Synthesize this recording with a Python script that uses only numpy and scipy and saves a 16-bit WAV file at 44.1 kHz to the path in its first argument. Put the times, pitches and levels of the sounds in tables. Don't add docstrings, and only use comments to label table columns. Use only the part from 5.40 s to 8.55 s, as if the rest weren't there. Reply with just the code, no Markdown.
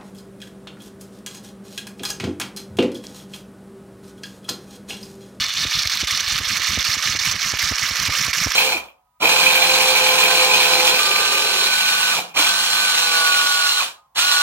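import sys
import numpy as np
from scipy import signal
from scipy.fft import rfft, irfft
from scipy.io import wavfile

SR = 44100
rng = np.random.default_rng(int(sys.argv[2]) if len(sys.argv) > 2 else 0)


def file_out(sig):
    cols = np.atleast_2d(sig).T
    lim = np.clip(cols, -1, 1)
    pcm = np.round(lim * 32767).astype(np.int16)
    wavfile.write(sys.argv[1], SR, pcm)


def elevation(decibels):
    levels = np.asarray(decibels, float)
    return 10 ** (levels / 20)


N = 138915
T = np.arange(N) / SR
CRANK_S, CRANK_START_S = 0.1873, 0.066
SUB_HZ, SUB_S, SUB_DB = 44, 0.0078, -9.5


def rms_one(x):
    return x / np.sqrt(np.mean(x ** 2) + 1e-20)


def at_hz(points, hz):
    table = np.array(points)
    return np.interp(np.log(hz), np.log(table[:, 0]), table[:, 1])


def drift(rate_hz):
    r = np.exp(-40 * np.pi * rate_hz / SR)
    slow = signal.lfilter([1], [1, -2 * r, r * r], rng.standard_normal(N // 20 + 2002))[2000:]
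    return np.interp(np.arange(N) / 20, np.arange(len(slow)), rms_one(slow))


def bump(s, before_s, after_s):
    d = T - s
    width = np.where(d < 0, abs(before_s) + 1e-4, abs(after_s) + 1e-4)
    return np.exp(-0.5 * (d / width) ** 2)


def push(s, hz, width_s, phase):
    return bump(s, width_s, width_s * 1.31) * np.cos(2 * np.pi * hz * (T - s) + phase)


def sides(pan_db):
    return elevation(np.array([pan_db / 2, -pan_db / 2]))


def spread(mid, side, alike):
    return np.sqrt(1 + alike) * mid + np.sqrt(1 - alike) * side * [[1], [-1]]


def split(low_hz, top_hz, count):
    centres = np.geomspace(low_hz, top_hz, count)
    log_hz = np.log(np.fft.rfftfreq(N, 1 / SR) + 1)
    return [(c, np.interp(log_hz, np.log(centres), np.arange(count) == k)) for k, c in enumerate(centres)]


# share of turn, level/dB
LOAD_CYCLE = [
    (0, -2.5),
    (.1, -1),
    (.3, -1),
    (.48, -0.15),
    (.8, -0.3),
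    (.95, -0.28),
    (1, -2.5),
]


def crank_load():
    return np.interp((T - CRANK_START_S) / CRANK_S % 1, *np.transpose(LOAD_CYCLE))


def rotation():
    motor_hz = 158 * (1 + 0.0278 * drift(5.28))
    wheel_db = 0.6 * np.cos(2 * np.pi * 28.5 * T)
    return wheel_db + 2 * np.cos(2 * np.pi * np.cumsum(motor_hz) / SR)


def jolts():
    jolts_per_s, decay_s = 170, 0.004
    starts = rng.exponential(1, N) * (rng.random(N) < jolts_per_s / SR)
    level = np.log(1 + signal.lfilter([1], [1, -np.exp(-1 / (decay_s * SR))], starts))
    return (level - level.mean()) / level.std()


# t/s, peak level/dB, decay/s
RATTLE_FITS = [(0.0388, -11, 0.0044), (0.1396, -18, 0.004), (0.161, -15, 0.0037), (0.169, -7, 0.0042),
               (0.2249, -12, 0.004), (0.27, -8, 0.004), (0.3047, -10, 0.0047), (0.311, -3, 0.0026),
               (0.3301, -12, 0.0032), (0.39, -5, 0.004), (0.4244, -13, 0.004), (0.4324, -8, 0.004),
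               (0.473, -5, 0.0031), (0.4948, -9, 0.0037), (0.572, -9, 0.004), (0.644, -9, 0.0031),
               (0.6719, -7, 0.0047), (0.679, -14, 0.003), (0.7046, -9, 0.0043), (0.7437, -18, 0.0029),
               (0.8847, -16, 0.004), (0.9143, -20, 0.0033), (1.043, -7, 0.0047), (1.0774, -11, 0.004),
               (1.2092, -15, 0.004), (1.342, -8, 0.003), (1.3894, -8, 0.0032), (1.4127, -7, 0.004),
               (1.4491, -11, 0.0028), (1.515, -12, 0.004), (1.5429, -11, 0.0036), (1.6207, -15, 0.003),
               (1.6565, -11.5, 0.0028), (1.76, -2, 0.0046), (1.793, -9, 0.012), (1.912, -8, 0.004),
               (1.922, -12, 0.0034), (1.9619, -6, 0.0036), (1.993, -9, 0.004), (2.0168, -13, 0.004),
               (2.108, -12, 0.0045), (2.1914, -13, 0.0032), (2.2897, -10.5, 0.0032), (2.3291, -18, 0.0032),
               (2.3544, -6, 0.0047), (2.3644, 2, 0.003), (2.567, -7.5, 0.0051), (2.7, -7, 0.0034),
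               (2.723, -6, 0.0036), (2.758, -9, 0.0043), (2.8215, -15, 0.004), (2.93, -4, 0.0032),
               (2.9642, -11, 0.0025), (3.0284, -9, 0.0028), (3.1043, -6, 0.0037), (3.1173, -8, 0.0043)]


def rattle_fits():
    return sum((db + 15) * bump(s + 0.00053, 0.0002, decay_s) for s, db, decay_s in RATTLE_FITS)


# t/s, level over the chatter/dB
TOOTH_KNOCKS = [(0.0647, 23), (0.104, 9), (0.1392, 20), (0.341, 7), (0.474, 18), (0.497, 6), (0.5725, 15),
                (0.647, 11), (0.809, 20), (0.886, 11), (0.979, 7), (1.056, 11), (1.087, 16), (1.171, 11),
                (1.1814, 9),  (1.428, 23), (1.546, 2), (1.626, 10), (1.724, 22), (1.924, 4), (2.018, 12),
                (2.03, 14), (2.12, 22), (2.193, 8), (2.228, 16), (2.292, 5), (2.6, 18), (2.663, 19),
                (2.866, 14), (2.936, 15), (2.941, 2), (2.973, 11), (3.004, 12), (3.032, 7), (3.038, 13),
                (3.12, 20)]


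def knocks():
    knock_s = 0.0011
    return 0.45 * sum(db * bump(s, knock_s * 0.28, knock_s) for s, db in TOOTH_KNOCKS)


def mesh():
    teeth_per_s, size_spread_db, hiss_share, knock_size = 4500, 3.5, 0.48, 6.6
    sizes = elevation(size_spread_db * np.minimum(rng.exponential(1, N), 2.6)) * rng.choice([-1, 1], N)
    teeth = rms_one(sizes * (rng.random(N) < teeth_per_s / SR))
    places = [int(s * SR) for s, db in TOOTH_KNOCKS]
    teeth[places] = knock_size * rng.choice([-1, 1], len(places))
    shared = np.sqrt(1 - hiss_share) * teeth + np.sqrt(hiss_share) * rng.standard_normal(N)
    return np.array([shared, rng.standard_normal(N)])


# t/s, depth/dB, fall/s, rise/s
BACKLASH_LULLS = [(0.124, -12.5, 0.017, 0.044), (0.293, -10.5, 0.014, 0.0059), (0.495, -24, 0.017, 0.002),
                  (0.585, -18.5, 0.015, 0.0091), (0.667, -51, 0.0087, 0.0036), (0.821, -7.5, 0.0028, 0.027),
                  (0.859, -13, 0.0029, 0.0043), (1.033, -12, 0.02, 0.038), (1.385, -3.5, 0.042, 0.0018),
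                  (1.439, -15, 0.0076, 0.0048), (1.566, -3, 0.0056, 0.023), (1.611, -14, 0.0061, 0.005),
                  (1.786, -48, 0.0067, 0.0037), (1.975, -10, 0.01, 0.043), (2.144, -4.5, 0.022, 0.0044),
                  (2.186, -20, 0.011, 0.0035), (2.375, -15, 0.012, 0.0045), (2.549, -16, 0.0067, 0.003),
                  (2.692, -3, 0.0023, 0.0052), (2.718, -13, 0.0077, 0.0043), (2.928, -26.5, 0.0075, 0.0039),
                  (3.066, -2, 0.0031, 0.0013), (3.091, -7, 0.011, 0.012), (3.133, -15, 0.0097, 0.0019)]


def backlash():
    floor_db = 37
    lull_db = sum(db * bump(s, fall_s, rise_s * 0.5) for s, db, fall_s, rise_s in BACKLASH_LULLS)
    return floor_db * np.tanh(lull_db / floor_db)


# f/Hz, width/Hz, first lift/dB, last lift/dB
SHELL_MODES = [(1222, 67, 6, 5.5), (1742, 130, 5, 4.5), (2238, 330, 6.5, 6.5), (2910, 170, 4.5, 2.5),
               (3560, 255, 9, 1.5), (4310, 235, 9.5, 2.5), (5540, 530, 3.5, 4.5), (6154, 290, 6.5, 6),
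               (6990, 340, 2, 5.5), (8140, 990, 3.5, 2.5), (12420, 1350, 7.5, 10)]


def shell_modes(x):
    for hz, width_hz, first_db, last_db in SHELL_MODES:
        r = np.exp(-np.pi * width_hz / SR)
        zeros = np.array([1, 0, -1]) * (1 - r * r) / 2
        peak = signal.lfilter(zeros, [1, -2 * r * np.cos(2 * np.pi * hz / SR), r * r], x)
        lift_db = np.linspace(first_db, last_db, N) + 1.5 * drift(55)
        x = x + (elevation(lift_db) - 1) * peak
    return x


# t/s, left minus right level/dB, brightness level/dB, body level/dB
TOY_PLACE = [
    (0.0, -2.5, -2, -0.5),
    (0.15, -3, -2.4, -2),
    (0.7, -4.5, -0.3, 1.2),
    (1.2, -6.5, 0, 1.5),
    (3.15, -7, -0.5, 2.8),
]
# f/Hz, spectral level/dB per Hz
SHELL_COLOUR = [(290, -41), (500, -17.5), (860, -14), (1120, -3.5), (3200, -1.5), (5470, 0.5), (7640, -12),
                (12700, -21), (16000, -19)]
# f/Hz, left minus right level/dB
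SHELL_LEAN = [(500, 3), (1300, 3.5), (2400, -1.36), (8000, 0), (15000, 1.5)]
# f/Hz, share
SHELL_LIKENESS = [(6000, .997), (8500, .58), (11000, .96)]


def gears():
    pan_db, bright_db, body_db = [np.interp(T, TIMES, c) for TIMES, c in
                                  [(np.transpose(TOY_PLACE)[0], c) for c in np.transpose(TOY_PLACE)[1:]]]
    load_db, lull_db, knock_db = crank_load(), backlash(), knocks()
    turn_db = rotation() + 2.68 * jolts() + rattle_fits()
    source = mesh()
    colour = elevation(at_hz(SHELL_COLOUR, np.fft.rfftfreq(N, 1 / SR) + 1))
    ceiling_db = 25.5
    out = 0
    for hz, weight in split(637, 16100, count=12):
        high = np.clip(np.log2(hz / 1000) / 3.5, 0, 1)
        burst_db = (0.45 + 0.37 * high ** 2) * turn_db + (0.46 + 0.85 * high) * knock_db
        level_db = (0.83 + 6.5 * 0.6 * high) * load_db + (0.3748 + 0.088 * high) * lull_db
        level_db = level_db + ceiling_db * np.tanh(burst_db / ceiling_db) + 2.4 * drift(75)
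        level_db = level_db + high * bright_db + (hz < 2300) * body_db
        mid, side = irfft(rfft(source * elevation(level_db)) * weight * colour, N)
        pair = spread(mid, side, at_hz(SHELL_LIKENESS, hz))
        out = out + pair * sides(pan_db + at_hz(SHELL_LEAN, hz))
    return elevation(-20.5) * rms_one(shell_modes(out))


# f/Hz, spectral level/dB per Hz
AIR_COLOUR = [(13, -39), (22, -61), (60, 3), (92, 5.5), (190, 4), (387, -10), (700, -89), (910, -43),
              (1540, -120)]


def air():
    peak_turn, quiet_turn = 0.1, 0.3
    white = rng.standard_normal((2, 2, N))
    turn = 2 * np.pi * (T - CRANK_START_S) / CRANK_S
    swell_db = 5 * np.cos(2 * turn - 4 * np.pi * peak_turn) - 5.5 * np.cos(turn - 2 * np.pi * quiet_turn)
    swell_db = swell_db + 3 * drift(4.5)
    edges = 23.04 * 2 ** (np.arange(15) / 3)
    out = 0
    for k, (low, high) in enumerate(zip(edges, edges[1:])):
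        sos = signal.butter(2, [low, high], "band", fs=SR, output="sos")
        mid, side = signal.sosfilt(sos, white[k % 2])
        out = out + elevation(at_hz(AIR_COLOUR, np.sqrt(low * high)) + swell_db) * spread(mid, side, 0.89)
    return elevation(-44) * rms_one(out)


# t/s, peak level/dB, f/Hz
UPSTROKE_PUFFS = [(0.004, -32, 94), (0.354, -31, 113), (0.375, -28, 125), (0.401, -36, 133),
                  (0.55, -42, 80), (0.727, -34, 94), (0.746, -47, 117), (0.879, -33, 90), (0.929, -27, 92),
                  (0.954, -28, 137), (1.075, -37, 80), (1.119, -30, 112), (1.169, -38, 158),
                  (1.298, -27, 92), (1.333, -30, 169), (1.492, -27.5, 103), (1.663, -31.5, 132),
                  (1.7, -29, 96), (1.813, -37, 101), (1.874, -25, 164), (1.893, -29.5, 101),
                  (2.03, -47, 80), (2.064, -31, 173), (2.239, -27.5, 88), (2.271, -36, 148),
                  (2.43, -30.5, 106), (2.608, -30.5, 93), (2.637, -33, 157), (2.814, -29, 158),
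                  (2.851, -34, 136), (2.978, -37, 149), (3.017, -27, 164)]


def puffs():
    out = np.zeros((2, N))
    phases = rng.uniform(0, 2 * np.pi, len(UPSTROKE_PUFFS))
    for (s, db, hz), phase in zip(UPSTROKE_PUFFS, phases):
        puff = push(s, hz, 0.0043 * (110 / hz) ** 0.6, phase)
        puff = puff + elevation(SUB_DB) * push(s, SUB_HZ, SUB_S, phase)
        out += elevation(db) * puff * sides(-(hz - 110) * 0.053 * s)[:, None]
    return out


def room(x):
    t60_s = 0.11
    t = np.arange(int(0.3 * SR)) / SR
    tail = rng.standard_normal(len(t)) * elevation(-60 * t / t60_s) * (t > 0.004)
    tail = tail / np.sqrt(np.sum(tail ** 2))
    return elevation(-17) * signal.fftconvolve(x, tail[None], axes=1)[:, :N]


# t/s, peak level/dB, flex against it level/dB
WING_SLAPS = [(0.078, -50, -2), (0.258, -25.5, -4), (0.46, -27, -17), (0.636, -26.5, 2), (0.829, -39, -15),
              (1.007, -28, -3), (1.199, -34, -11), (1.381, -20.5, -1), (1.574, -33, -1.5),
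              (1.755, -39.5, 9), (1.947, -35.5, 0), (2.139, -26.5, -9), (2.318, -22, -0.5),
              (2.515, -30.5, -1), (2.69, -23, -4.5), (2.887, -30.5, 1), (3.067, -20, -2)]


def slaps():
    out = np.zeros((2, N))
    for s, db, flex_db in WING_SLAPS:
        low = push(s, 94 * (1 + 0.078 * rng.normal()), 0.005, 1.4)
        low = low + elevation(SUB_DB) * push(s + 0.011, SUB_HZ, SUB_S, 0.2)
        flex = elevation(-1.5 + flex_db) * push(s - 0.0055 + 0.0012 * s, 245, 0.002, 1.85)
        out += elevation(db) * (low + flex * sides(-3 - 3 * s)[:, None])
    return out


# t/s, peak level/dB
FILM_SNAPS = [(0.251, -32), (0.457, -42), (0.635, -31), (0.807, -43), (1.011, -33.5), (1.199, -36.5),
              (1.374, -25.5), (1.568, -38), (1.75, -32.5), (1.922, -38), (1.943, -36), (2.057, -45),
              (2.137, -26.5), (2.321, -26), (2.509, -33), (2.693, -27.5), (2.792, -42), (2.882, -28),
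              (3.07, -21)]


def snaps():
    out = np.zeros((2, N))
    for s, db in FILM_SNAPS:
        snap = push(s + 0.0016, 490 * (0.65 + 0.11 * s), 0.00022 * (2.1 - 0.43 * s), 1.0)
        out += elevation(db + 8.5) * snap * sides(-2.2 - 1.7 * s)[:, None]
    return out


def scene():
    toy = gears()
    return toy + air() + puffs() + room(toy) + slaps() + snaps()


def roll_off(x):
    return signal.sosfilt(signal.butter(12, 16440, fs=SR, output="sos"), x)


def record(dry):
    limit = 0.52
    dry = signal.sosfilt(signal.butter(2, 36, "high", fs=SR, output="sos"), dry)
    rounded = limit * np.tanh(dry / limit)
    mix = signal.sosfilt(signal.ellip(10, 0.5, 50, 15820, fs=SR, output="sos"), rounded)
    return roll_off(mix)


dry = scene()
out = record(dry)
file_out(out)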